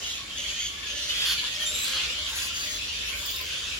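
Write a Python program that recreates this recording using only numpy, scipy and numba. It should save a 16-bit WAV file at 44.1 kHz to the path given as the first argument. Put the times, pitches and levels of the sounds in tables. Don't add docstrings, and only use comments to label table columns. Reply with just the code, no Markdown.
import sys
import numpy as np
from scipy import signal
from scipy.fft import rfft, irfft, next_fast_len
from scipy.io import wavfile
from scipy.ndimage import uniform_filter1d
from numba import njit

SR = 44100
rng = np.random.default_rng(int(sys.argv[2]) if len(sys.argv) > 2 else 0)


def voltage_ratio(level):
    return 10 ** (np.asarray(level, float) / 20)


def put_to_file(sound):
    columns = np.atleast_2d(sound).T
    safe = np.clip(columns, -1, 1)
    whole_steps = np.round(safe * 32767)
    wavfile.write(sys.argv[1], SR, whole_steps.astype(np.int16))


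N = 167139
CHANCE = rng.standard_normal(2 * N)
NEAR_SPREAD = .12

# [t/s, level/dB]
EXCITEMENT = [(0, -33), (.15, -36), (.25, -37), (.5, -32.5), (.66, -37.5), (.75, -36), (1.05, -31.5),
              (1.3, -29), (1.5, -30), (1.8, -31.5), (2.05, -28.5), (2.3, -32), (2.45, -33), (2.55, -34),
              (2.8, -33.5), (3.1, -30), (3.35, -33.5), (3.79, -32)]


def col(table, k, x):
    a = np.array(table, float)
    return np.interp(x, a[:, 0], a[:, k])


def level(x, db):
    return x * voltage_ratio(db) / np.sqrt(np.mean(x ** 2) + 1e-18)


def noise(count):
    i = rng.integers(N)
    return CHANCE[i:i + count]


def walk(rate, count):
    k = max(int(SR / rate), 1)
    steps = np.repeat(noise(count // k + 1), k)
    smooth = uniform_filter1d(uniform_filter1d(steps, k), k)
    return 1.269 * smooth[:count]


@njit
def svf(x, hz, width):
    y, b, l = np.empty(len(x)), 0., 0.
    g, k = np.tan(np.pi * hz / SR), width / hz
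    for i in range(len(x)):
        v = (b + g * (x[i] - l)) / (1 + g * (g + k))
        b, l, y[i] = 2 * v - b, l + 2 * g * v, k * v
    return y


def band(x, hz, width, times=2):
    for _ in range(times):
        x = svf(x, float(hz), float(width))
    return x


def shape(count, edge_s):
    t = np.arange(count) / SR
    to_edge = np.minimum(t, (count / SR - t) / 1.5)
    return np.sin(np.pi / 2 * np.clip(to_edge / edge_s, 0, 1)) ** 2


def voice(hz, tones, rough, grain=.25, waver=0.01834):
    rough = np.clip(rough, 0, 1)
    wavering_hz = hz * (1 + waver * rough * walk(140, len(hz)))
    phase = 2 * np.pi * np.cumsum(wavering_hz) / SR + 2 * np.pi * rng.random()
    burst = (1 - rough) + rough * walk(grain * hz.mean(), len(hz))
    y = sum(voltage_ratio(db) * np.sin(k * phase) * (k * hz.max() < .45 * SR) for k, db in tones)
    return level(y * burst, 0)


def add(out, x, start_s, spread=1):
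    side = spread * rng.uniform(-1, 1)
    for c, s in enumerate((side, -side)):
        i = max(int(start_s * SR) + int(9 * s), 0)
        out[c, i:i + len(x)] += voltage_ratio(2 * s) * x[:max(N - i, 0)]


def calls(out, rows, tones, rough, gain_db=0, edge_s=0.0063, grain=.25, spread=NEAR_SPREAD):
    for start_s, length_s, from_hz, to_hz, db in rows:
        n = int(length_s * SR)
        call = voice(np.linspace(from_hz, to_hz, n), tones, rough, grain)
        add(out, voltage_ratio(db + gain_db) * shape(n, edge_s) * call, start_s, spread)


def throat_calls(out, rows, throat):
    pulse_hz, pulse_jitter, breath = 225, 0.23, 3.6
    treble_hz, treble_width_hz = 9500, 10000
    for start_s, length_s, db, throat_hz, treble_db in rows:
        n = int(length_s * SR)
        phase = np.cumsum(pulse_hz * np.exp(pulse_jitter * walk(190, n))) / SR % 1
        pulses = np.exp(-phase / 0.052)
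        drive = noise(n) * (breath + 0.43 * pulses) * voltage_ratio(2.0 * walk(48, n))
        y = voltage_ratio(treble_db) * level(band(drive, treble_hz, treble_width_hz), 0)
        for multiple, width_hz, ring_db in throat:
            y = y + voltage_ratio(ring_db) * level(band(drive, multiple * throat_hz, width_hz), 0)
        add(out, voltage_ratio(db) * shape(n, .03) * y, start_s)


def air(t):
    # [f/Hz, level per Hz/dB]
    spectrum = [(100, -4), (250, -7), (600, -10), (800, -17.5), (1300, -8), (2200, -8), (7000, -8.5),
                (15500, -29)]
    flicker_db, follows, alike_hz = 2, 0.66, 620
    swell_db = col(EXCITEMENT, 1, t) - np.mean(col(EXCITEMENT, 1, t))
    edges_hz, bands_db = np.array(spectrum, float).T
    out = 0
    for hz in 110 * 2 ** np.arange(0, 7.2, 1 / 3):
        mid, side = (band(rng.standard_normal(N), hz, hz / 3) for _ in range(2))
        db = np.interp(np.log(hz), np.log(edges_hz), bands_db) + flicker_db * walk(8.1, N)
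        db = db + follows * swell_db * min(hz / 1000, 1)
        apart = min(hz / alike_hz, 1) ** 0.91 * side * np.array([[1], [-1]])
        out = out + voltage_ratio(db) * (mid + apart)
    return level(out, -39.5)


def rumble(t):
    # [t/s, level/dB]
    engines = [
        (0, -51.5),
        (1.4, -51.5),
        (1.6, -49.5),
        (3.79, -48),
    ]
    mid, side = (level(band(rng.standard_normal(N), 59.5, 49, times=3), 0) for _ in range(2))
    return voltage_ratio(col(engines, 1, t)) * (mid + voltage_ratio(-17.0) * side * np.array([[1], [-1]]))


def coos(out):
    # [start t/s, length t/s, level/dB, pitch f/Hz]
    coo_rows = [(.36, .2, -61, 590), (.89, .33, -58, 590), (.91, .07, -57, 500), (1.42, .12, -60, 520),
                (1.48, .3, -59, 600), (1.65, .14, -60, 490), (1.86, .18, -56, 530), (2.06, .08, -57, 510),
                (2.07, .18, -59, 590), (2.58, .22, -61, 600), (3.12, .16, -59, 590), (3.52, .1, -60, 530)]
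    glides = [(s, d, .98 * f, 1.02 * f, db) for s, d, db, f in coo_rows]
    calls(out, glides, [(1, 0), (2, -12)], .42, 2.5, edge_s=.025, grain=.15)


def caws(out):
    # [start t/s, length t/s, from f/Hz, to f/Hz, level/dB]
    caw_rows = [(.175, .09, 1140, 1100, -49), (.27, .07, 1100, 1100, -52), (.68, .1, 1140, 1100, -50),
                (.78, .12, 1110, 1080, -50), (1.21, .05, 820, 810, -52), (1.22, .06, 1200, 1130, -52),
                (1.29, .08, 1090, 1180, -50), (1.42, .04, 1010, 990, -47), (1.78, .08, 1090, 1180, -53),
                (1.94, .08, 860, 850, -53), (1.86, .12, 1300, 1270, -53), (2.02, .05, 1390, 1370, -50),
                (2.19, .1, 1030, 1160, -53), (2.27, .1, 1050, 1120, -52), (2.3, .11, 900, 930, -53),
                (2.4, .13, 1060, 1060, -54), (2.72, .05, 1170, 1130, -53), (3.09, .12, 1070, 1110, -53),
                (3.2, .1, 1160, 1140, -51), (3.19, .09, 960, 970, -55), (3.3, .15, 1080, 1020, -51),
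                (3.7, .07, 1140, 1150, -53)]
    calls(out, caw_rows, [(1, 0), (2, -14)], .46, -1.5, edge_s=.012, grain=.2, spread=1)


def crowd():
    # [multiple of pitch, level/dB]
    crowd_tones = [(1, 0), (1.35, -7), (2, -11), (3, -22), (4.3, -27)]
    squeal_s, pitch_hz, pitch_spread, rise = .07, 3080, .17, .04
    scatter_db, deep_db = 2, -11
    out = np.zeros((2, N))
    rows = np.clip(rng.standard_normal((800, 6)), -2, 2)
    for i, (when, pitch, size, glide, long, deep) in enumerate(rows):
        n = int(SR * squeal_s * np.exp(0.399 * long))
        low = deep > .7
        hz = pitch_hz * np.exp(pitch_spread * pitch) * (.66 if low else 1)
        hz = hz * (1 + rise * (.5 + glide) * np.linspace(-.5, .5, n))
        squeal = np.hanning(n) * voice(hz, crowd_tones, .85, grain=.2)
        start_s = (i + when) / len(rows) * N / SR - squeal_s / 2
        add(out, voltage_ratio(scatter_db * size + deep_db * low) * squeal, start_s)
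    return out


def hoarse_bat(out):
    # [start t/s, length t/s, level/dB, throat f/Hz, treble level/dB]
    hoarse_rows = [
        (0, 0.21, -46.5, 3120, -3.5),
        (0.359, 0.12, -44, 3100, -9),
        (0.46, 0.17, -45.5, 3110, -10),
        (.58, .13, -40, 3160, -9),
        (0.851, 0.1, -45.5, 3100, -19),
        (0.929, 0.23, -46, 2990, -22),
    ]
    # [multiple of throat f, width f/Hz, level/dB]
    hoarse_throat = [(.75, 503, -3.5), (1, 620, 6.5), (1.45, 815, -0.5), (2.07, 900, 4.5)]
    throat_calls(out, hoarse_rows, hoarse_throat)


def hisses(out):
    # [start t/s, length t/s, level/dB, throat f/Hz, treble level/dB]
    hiss_rows = [
        (1.499, 0.44, -48, 3070, -5),
        (1.751, 0.22, -45, 3340, 2.5),
        (2.268, 0.26, -44, 3200, -23),
        (2.519, 0.17, -41, 3190, -4),
        (2.644, .17, -42, 3200, -6),
        (3.05, 0.394, -51.5, 3110, 3),
        (3.421, 0.53, -50.5, 3010, -24),
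    ]
    # [multiple of throat f, width f/Hz, level/dB]
    hiss_throat = [(.6, 1140, -1.5), (1, 1300, -7), (1.45, 960, -1), (2.05, 1900, 3.5), (4.7, 2500, -12)]
    throat_calls(out, hiss_rows, hiss_throat)


def high_calls(out):
    # [start t/s, length t/s, from f/Hz, to f/Hz, level/dB]
    high_rows = [
        (1.61, .1, 6150, 6200, -40),
        (3.09, .15, 10900, 12900, -51),
        (3.2, .3, 12600, 12700, -50),
        (.3, .2, 3200, 3250, -38),
        (3.4, .25, 4800, 4850, -47),
        (3.16, .35, 15000, 14900, -56),
        (3.22, .25, 4800, 4800, -47),
        (2.3, .16, 8300, 8200, -49),
    ]
    calls(out, high_rows, [(1, 0)], 1, -2, grain=.12)


def chirps(out):
    # [peak t/s, peak level/dB]
    chirp_rows = [
        (3.2571, -30),
        (3.3075, -30),
        (3.3623, -31.5),
        (3.4147, -32),
    ]
    # [multiple of pitch, level/dB]
    chirp_tones = [(1 / 3, -4), (1, 0)]
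    length_s, from_hz, to_hz = .022, 13800, 16000
    sweeps = [(s - length_s / 3, length_s, from_hz, to_hz, db - 5) for s, db in chirp_rows]
    calls(out, sweeps, chirp_tones, 0.69, edge_s=0.0061, grain=0.0505)


def scream(out):
    # [t/s, pitch f/Hz, level/dB, roughness 0-1]
    path = [
        (1.645, 3580, -46, .3),
        (1.665, 3620, -31, .22),
        (1.71, 3670, -31, .3),
        (1.735, 3780, -33, .65),
        (1.8, 3900, -32, .85),
        (1.87, 4000, -33, 1),
        (1.94, 4050, -48, 1),
    ]
    # [multiple of pitch, level/dB]
    scream_tones = [(1, 0), (2, 0), (3, -9), (4, -18)]
    t = np.arange(path[0][0], path[-1][0], 1 / SR)
    cry = voice(col(path, 1, t), scream_tones, col(path, 3, t), grain=.15, waver=.045)
    add(out, voltage_ratio(col(path, 2, t)) * cry, t[0], NEAR_SPREAD)


def squeals(out):
    # [start t/s, length t/s, from f/Hz, to f/Hz, level/dB]
    squeal_rows = [(.44, .14, 1900, 1850, -53), (.5, .16, 2450, 2500, -48), (.75, .1, 1700, 1800, -53),
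                   (.84, .2, 1680, 1770, -51), (.1, .06, 3250, 3200, -41), (.53, .1, 3100, 3200, -43),
                   (1.09, .07, 2850, 3400, -36), (1.15, .08, 3300, 3250, -39),
                   (1.245, .05, 3200, 3350, -33), (1.3, .045, 3400, 3000, -36),
                   (1.37, .04, 4550, 4560, -38), (1.37, .04, 4050, 4050, -39), (1.37, .04, 3030, 3030, -39),
                   (1.545, .035, 5300, 5300, -43), (1.555, .018, 3200, 3200, -34),
                   (1.41, .08, 1650, 1750, -52), (1.29, .07, 4350, 4300, -42), (2.39, .07, 5000, 4750, -41),
                   (1.6, .055, 3300, 3100, -35), (2.32, .13, 1600, 1550, -52), (3.62, .05, 3700, 3650, -43),
                   (1.12, .16, 1950, 2000, -52), (1.29, .08, 1550, 1400, -48), (1.53, .13, 1900, 1800, -49),
                   (1.85, .23, 1600, 1750, -51), (1.9, .16, 2100, 2100, -49), (2.5, .07, 1360, 1350, -50),
                   (2.66, .08, 2000, 1830, -48), (2.52, .14, 4700, 4750, -47), (2.55, .06, 6500, 6550, -47),
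                   (2.74, .08, 4050, 4000, -46)]
    # [multiple of pitch, level/dB]
    squeal_tones = [(1, 0), (2, -28)]
    calls(out, squeal_rows, squeal_tones, .42, 2, grain=0.0823)


def rasps(out):
    # [start t/s, length t/s, level/dB, throat f/Hz, treble level/dB]
    rasp_rows = [(1.074, 0.21, -31, 3620, -13), (1.238, 0.13, -28.5, 3440, -6.5),
                 (1.418, 0.091, -36, 2920, -37), (1.586, 0.084, -36.5, 3140, -4.5),
                 (1.862, 0.17, -33.5, 3220, -43), (1.978, 0.11, -33.5, 2700, -26),
                 (2.268, 0.15, -42, 2940, -3.5), (2.342, 0.16, -39, 2640, 0.5),
                 (2.95, 0.63, -46.5, 3230, -17.5), (3.449, 0.25, -44, 3430, -30),
                 (3.72, 0.13, -49, 3370, -4)]
    # [multiple of throat f, width f/Hz, level/dB]
    rasp_throat = [(.5, 1100, -10), (1, 800, 0), (1.24, 1300, -2), (2.1, 2400, -12)]
    throat_calls(out, rasp_rows, rasp_throat)


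def single_calls():
    out = np.zeros((2, N))
    for caller in (coos, caws, hoarse_bat, hisses, high_calls, chirps, scream, squeals, rasps):
        caller(out)
    return out


def trees(x, wet_db):
    t = np.arange(int(.4 * SR)) / SR
    fade = np.exp(-np.log(1000) * t / .3)
    tail = rng.standard_normal((2, len(t))) * fade * (t > .004)
    tail /= np.sqrt(np.sum(tail ** 2, axis=1, keepdims=True))
    echoes = signal.fftconvolve(x.mean(axis=0, keepdims=True), tail, axes=1)[:, :N]
    return x + voltage_ratio(wet_db) * echoes


def scene():
    t = np.arange(N) / SR
    din = level(trees(crowd(), 5), -1) * voltage_ratio(col(EXCITEMENT, 1, t))
    return air(t) + rumble(t) + din + trees(single_calls(), -5)


def low_pass(x):
    return signal.sosfilt(signal.butter(12, 17070, fs=SR, output="sos"), x)


def record(dry):
    join_hz, join_width_hz, opposed_hz, turn_hz = 7300, 600, 8600, 2400
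    bass_cut_hz, top_hz = 36, 15850
    n = next_fast_len(N)
    left, right = rfft(dry, n)
    hz = np.arange(len(left)) * SR / n
    joined = np.clip((hz - join_hz) / join_width_hz + .5, 0, 1)
    lagged = left * np.exp(1j * np.pi * (1 + (hz - opposed_hz) / turn_hz))
    right = np.sqrt(1 - joined) * right + np.sqrt(joined) * lagged
    passed = (hz < top_hz) / np.sqrt(1 + (bass_cut_hz / (hz + 1)) ** 8)
    mix = irfft(np.array([left, right]) * passed, n)[:, :N]
    return low_pass(mix)


dry = scene()
out = record(dry)
put_to_file(out)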